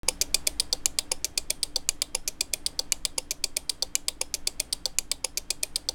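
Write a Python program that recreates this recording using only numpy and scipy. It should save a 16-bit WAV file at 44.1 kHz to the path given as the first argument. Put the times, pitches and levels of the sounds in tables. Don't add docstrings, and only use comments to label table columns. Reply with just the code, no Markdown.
import sys
import numpy as np
from scipy import signal
from scipy.fft import rfft, irfft
from scipy.io import wavfile
from scipy.ndimage import uniform_filter1d

SR = 44100
rng = np.random.default_rng(int(sys.argv[2]) if len(sys.argv) > 2 else 0)


def unload_audio(sound):
    columns = np.transpose(np.atleast_2d(sound))
    steps = np.round(np.clip(columns, -1, 1) * 32767)
    wavfile.write(sys.argv[1], SR, steps.astype(np.int16))


N = 261954
CYCLE_S = 1.03205
CLICK_SAMPLES = 4096
CLICK_T = np.arange(CLICK_SAMPLES) / SR

# frequency in Hz, spectral level in dB.
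AIR_SPECTRUM = [(3, -50.5), (9, -5.5), (25, -21), (45, -29), (90, -37), (140, -38), (210, -43), (300, -37),
                (380, -43.5), (700, -47.5), (1800, -53), (4500, -63.5), (9000, -69), (13000, -75.5),
                (16000, -87)]
# frequency in Hz, level in dB.
BACKGROUND_TONES = [(61, -58.5), (176, -66.5), (268, -68.5), (292.5, -63.5), (3200, -77)]
# mode frequency in Hz, level in dB, 60 dB decay time in seconds.
BOARD_MODES = [(382, 13.5, 0.058), (515, 17.5, 0.054), (609.6, 16, 0.054), (781, 16, 0.065),
               (899, 13.5, 0.044), (1100, 14.5, 0.022)]
BOARD_BENDS = [(3, 1), (1, 2), (4, 1), (2, 2), (3, 2), (5, 1)]
# mode frequency in Hz, level in dB, 60 dB decay time in seconds.
CASE_MODES = [(2407, 12, 0.034), (3522, 9.5, 0.05), (4732, 16, 0.046), (6610, -3.5, .03),
              (10150, 13.5, 0.022)]
# centre in Hz, width in Hz, level in dB, 60 dB decay time in seconds.
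SPRING_CLUSTERS = [(5260, 410, -23.5, 0.2), (6000, 1300, -20.5, 0.17), (7550, 1400, -15.5, 0.15),
                   (9140, 640, -26, 0.24), (8200, 640, -35, 0.51), (4280, 1100, -23, 0.11),
                   (7100, 1200, -22.5, 0.14), (3665, 810, -14.5, 0.13)]
# frequency in Hz, level in dB.
OFF_MIC_COLOUR = [(300, 5), (500, 9), (900, 8), (1500, -10), (2500, 1), (3600, 6), (5000, -1.5),
                  (8500, 2.5), (11000, -3), (13000, -12.5), (16500, -19)]
# frequency in Hz, level in dB.
COLOUR_1 = [(1510, -25), (2390, 7.5), (3970, -5), (5120, 11.5), (5660, 0), (6940, 11.5), (7690, -0.5),
            (8960, 9), (9430, -11), (9920, 13.5), (10430, 4), (10980, -6.5), (16490, -17)]
COLOUR_2 = [(1510, -13), (1950, -15), (2390, 3.5), (2780, -6), (4180, -1), (4630, 10), (5120, 4.5),
            (6280, 10), (9430, -3), (10430, 0.5), (10980, -6.5), (11550, -1), (16490, -18.5)]
COLOUR_3 = [(1510, -21), (2060, -9.5), (2460, 9), (2800, -4.5), (3560, 7.5), (3800, -5.5), (4390, 13),
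            (4800, 13.5), (5660, 6), (8100, 7.5), (10100, 1.5), (11200, -6.5), (16490, -12)]
COLOUR_4 = [(1510, -18), (2060, 2), (2460, 14), (2850, -7.5), (3410, 11), (3970, -2.5), (4300, 11.5),
            (6940, 10), (7690, 4), (8600, 15.5), (10400, 6), (12160, 2.5), (16490, -14.5)]
COLOUR_5 = [(1510, -12), (2060, 0), (2510, 4.5), (2650, 0), (2780, -5), (3080, 10.5), (3970, 14.5),
            (4870, 22.5), (5660, 9), (7310, 3.5), (8520, 17.5), (12790, -5), (16490, -6.5)]
COLOUR_6 = [(1510, -4), (1680, -15.5), (2930, -10.5), (3590, 16), (3780, -3), (4390, 19.5), (4870, 17.5),
            (5380, 5.5), (5960, 15), (6600, -3.5), (7690, 7), (11550, -9), (16490, -11.5)]
COLOUR_7 = [(1510, -7.5), (1950, -6.5), (2390, 12), (2650, 2), (2930, 12), (3240, -7), (4390, 10),
            (5380, 5), (6600, 15.5), (7690, 15.5), (8100, 3), (9430, 10), (16490, -15)]
COLOUR_8 = [(1510, -13.5), (2390, 9.5), (2650, 3), (3590, 13), (3780, 4.5), (4870, 19), (5660, 4),
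            (8100, 12.5), (8520, 13.5), (9430, 7), (10430, 9), (10980, -2.5), (16490, -6.5)]
ON_MIC_COLOURS = [COLOUR_1, COLOUR_2, COLOUR_3, COLOUR_4, COLOUR_5, COLOUR_6, COLOUR_7, COLOUR_8]
# delay after the step in ms, level in dB, ring frequency in Hz, ring time constant in ms.
STRIKES = [
    [(.9, -19, 4870, 0.57), (4.3, -2.5, 7360, 0.044), (4.9, -10.5, 4640, 0.32)],
    [(3.4, -14, 5000, .2), (4.0, 0, 6200, .1), (5.4, -7, 6300, .2), (8.5, -12, 6000, .2),
     (10.9, -6, 5400, .25)],
    [(2.6, -11, 4800, .3), (3.7, 0, 7000, .12), (5.4, -1, 4750, .25)],
    [(.2, -21.5, 4700, 0.11), (1.9, -14, 7400, 0.25), (4.3, -2, 6134, 0.16), (4.8, 2, 9010, 0.15)],
    [(1.9, 0, 4650, .35), (4.4, -3, 8600, .3), (4.9, -2, 4700, .35)],
    [(1.8, 0, 4700, .35), (4.3, 0, 4700, .4), (6.8, -12, 4400, .3)],
    [(4.25, 0, 7100, .11), (7.6, -14, 4700, .15)],
    [(4.2, -4.5, 5400, 0.14), (4.9, -0.5, 8900, 0.49), (7.7, -22, 5140, 0.134)],
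]
# start in seconds, click gain in dB, case gain in dB, room send in dB,
# board delay in ms, scatter gain in dB, knock gain in dB, place of the push along and across (0 to 1).
STEPS = [(.0817, 1.5, -4.5, 1.5, 0.73, 1.5, 11, 0.48, .05), (.209, 2.5, -4, 1, 4, 6, -4, .19, 0.49),
         (.3405, 2, -1, 2.5, 3.5, 12.5, -0.5, .22, 0.46), (.4683, -1.5, -17, 3, 1.4, -3.5, -0.8, .40, 0.47),
         (.5964, -5, -14.5, 3, 4.9, 7.5, -1.3, 0.36, .03), (.7259, -1, -15, 2, 2.86, -1.5, 8.5, 0.4, 0.05),
         (.8535, 1, -2, 2, 3.58, -7, -7, 0.28, .41), (.9828, -1.5, -21, 2, 3.5, -1.5, -3.5, 0.32, .44)]


def undb(db):
    return 10 ** (np.asarray(db) / 20)


def unit(x):
    return x / np.sqrt(np.sum(x ** 2))


def add(out, x, start_s):
    i = max(int(round(start_s * SR)), 0)
    part = x[:max(len(out) - i, 0)]
    out[i:i + len(part)] += part


def fade(t, t60):
    return np.exp(-np.log(1000) * t / t60)


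def wander(rate_hz):
    hold = int(SR / rate_hz)
    stairs = np.repeat(rng.standard_normal(N // hold + 1), hold)
    return 1.45 * uniform_filter1d(uniform_filter1d(stairs, hold), hold)[:N]


def band(x, hz, width_hz):
    return signal.lfilter(*signal.iirpeak(hz, hz / width_hz, fs=SR), x)


def bin_gains(colour, size):
    hz, db = np.transpose(colour)
    bin_hz = np.arange(size // 2 + 1) * SR / size
    return undb(np.interp(np.log(bin_hz + 1), np.log(hz), db))


def recolour(x, colour):
    spectrum = rfft(x)
    broad = np.sqrt(uniform_filter1d(np.abs(spectrum) ** 2, size=45) + 1e-9)
    cepstrum = irfft(np.log(bin_gains(colour, CLICK_SAMPLES) / broad))
    cepstrum[1:CLICK_SAMPLES // 2] *= 2
    cepstrum[CLICK_SAMPLES // 2 + 1:] = 0
    return irfft(spectrum * np.exp(rfft(cepstrum)))


def ring(modes, drive_db):
    drive = undb(np.zeros(len(modes)) + drive_db)
    ringing = np.zeros(CLICK_SAMPLES)
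    for k, (hz, db, t60) in enumerate(modes):
        amplitude = (-1) ** k * drive[k] * undb(db) * 2 * np.log(1000) / (t60 * SR)
        ringing += amplitude * fade(CLICK_T, t60) * np.sin(2 * np.pi * hz * CLICK_T)
    return ringing


def room_air(swell_db=0.56):
    noise = irfft(rfft(rng.standard_normal(N)) * bin_gains(AIR_SPECTRUM, N), N)
    return noise * undb(swell_db * wander(rate_hz=3.855))


def background_tones(waver_db=2, drift_rad=.7):
    t = np.arange(N) / SR
    tones = np.zeros(N)
    for hz, db in BACKGROUND_TONES:
        amplitude = np.sqrt(2) * undb(db + waver_db * wander(rate_hz=8))
        tones += amplitude * np.sin(2 * np.pi * hz * t + drift_rad * wander(rate_hz=7))
    return tones


def room_tail(x, tail_db, t60=.215, build_s=0.002):
    t = np.arange(SR // 2) / SR
    build = 1 - np.exp(-(t / build_s) ** 2)
    response = unit(rng.standard_normal(len(t)) * fade(t, t60) * build)
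    return undb(tail_db) * signal.fftconvolve(x, response)[:N]


def board_knock(along, across, gain_db=2.0, node_db=-21, rise_s=0.0051):
    swing = np.prod(np.sin(np.pi * np.array(BOARD_BENDS) * [along, across]), axis=1)
    drive_db = 10 * np.log10(swing ** 2 + undb(node_db) ** 2)
    return undb(gain_db) * ring(BOARD_MODES, drive_db) * (1 - np.exp(-CLICK_T / rise_s))


def return_springs(hz, width_hz, db, t60, build_s=0.0064):
    t = np.arange(SR // 2) / SR
    cluster = band(band(rng.standard_normal(len(t)), hz, width_hz), hz, width_hz)
    build = 1 - np.exp(-(t / build_s) ** 2)
    return undb(db) * unit(cluster * fade(t, t60) * build)


def armature_strike(hz, ring_ms, scatter_db, grain, scatter_t60=0.019, crack_db=-7, crack_t60=0.0027):
    age = CLICK_T * 1e3 / ring_ms
    armature = unit(age * np.exp(-age) * np.sin(2 * np.pi * hz * CLICK_T))
    crack = unit(grain[0] * fade(CLICK_T, crack_t60))
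    scatter = unit(grain[1] * fade(CLICK_T, scatter_t60) * (1 - np.exp(-CLICK_T / 0.00045)))
    return armature + undb(crack_db) * crack + undb(scatter_db) * scatter


def relay_click(step, grains, jitter_ms=.06, uneven_db=1.5, fresh_gain=0.71):
    _, click_db, case_db, room_db, board_ms, scatter_db, knock_db, along, across = STEPS[step]
    snap, body = np.zeros((2, CLICK_SAMPLES))
    for (ms, db, hz, ring_ms), own_grain in zip(STRIKES[step], grains):
        late, hard = rng.standard_normal(2)
        grain = own_grain + fresh_gain * rng.standard_normal(own_grain.shape)
        hit = armature_strike(hz, ring_ms, scatter_db, grain)
        add(snap, undb(db + uneven_db * hard) * hit, (ms + jitter_ms * late) / 1e3)
    heaviest_ms = max(STRIKES[step], key=lambda row: row[1])[0]
    add(body, ring(CASE_MODES, case_db), heaviest_ms / 1e3)
    add(body, undb(knock_db) * board_knock(along, across), board_ms / 1e3)
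    colour = [(900, -22)] + list(ON_MIC_COLOURS[step])
    on_mic = undb(click_db) * recolour(snap, colour) + body
    off_mic = recolour(snap, OFF_MIC_COLOUR)
    return on_mic, undb(room_db) * on_mic, undb(room_db) * off_mic


def relays():
    direct, on_mic_send, off_mic_send, reflection = np.zeros((4, N))
    for step, (first_s, *_) in enumerate(STEPS):
        grains = rng.standard_normal((len(STRIKES[step]), 2, CLICK_SAMPLES))
        springs = return_springs(*SPRING_CLUSTERS[step])
        for start_s in np.arange(first_s, N / SR, CYCLE_S):
            for path, sound in zip((direct, on_mic_send, off_mic_send), relay_click(step, grains)):
                add(path, sound, start_s)
            add(direct, springs, start_s)
    add(reflection, undb(-27.0) * off_mic_send, start_s=.0215)
    tail = room_tail(on_mic_send, tail_db=-27.5) + room_tail(off_mic_send, tail_db=-19.5)
    return direct + reflection + tail


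def scene():
    return (relays() + room_air() + background_tones())[None]


def record(dry, silence_s=.033, opening_db=6.0, settle_s=0.9, sparkle_db=-6, top_hz=16900):
    t = np.arange(N) / SR
    settling = dry * undb(opening_db * np.exp(-t / settle_s)) * (t > silence_s)
    bright = settling + undb(sparkle_db) * band(settling, hz=15000, width_hz=2000)
    lowpass = signal.ellip(8, .2, 70, top_hz, fs=SR, output="sos")
    return signal.sosfilt(lowpass, np.clip(bright, -1, 1))


dry = scene()
out = record(dry)
unload_audio(out)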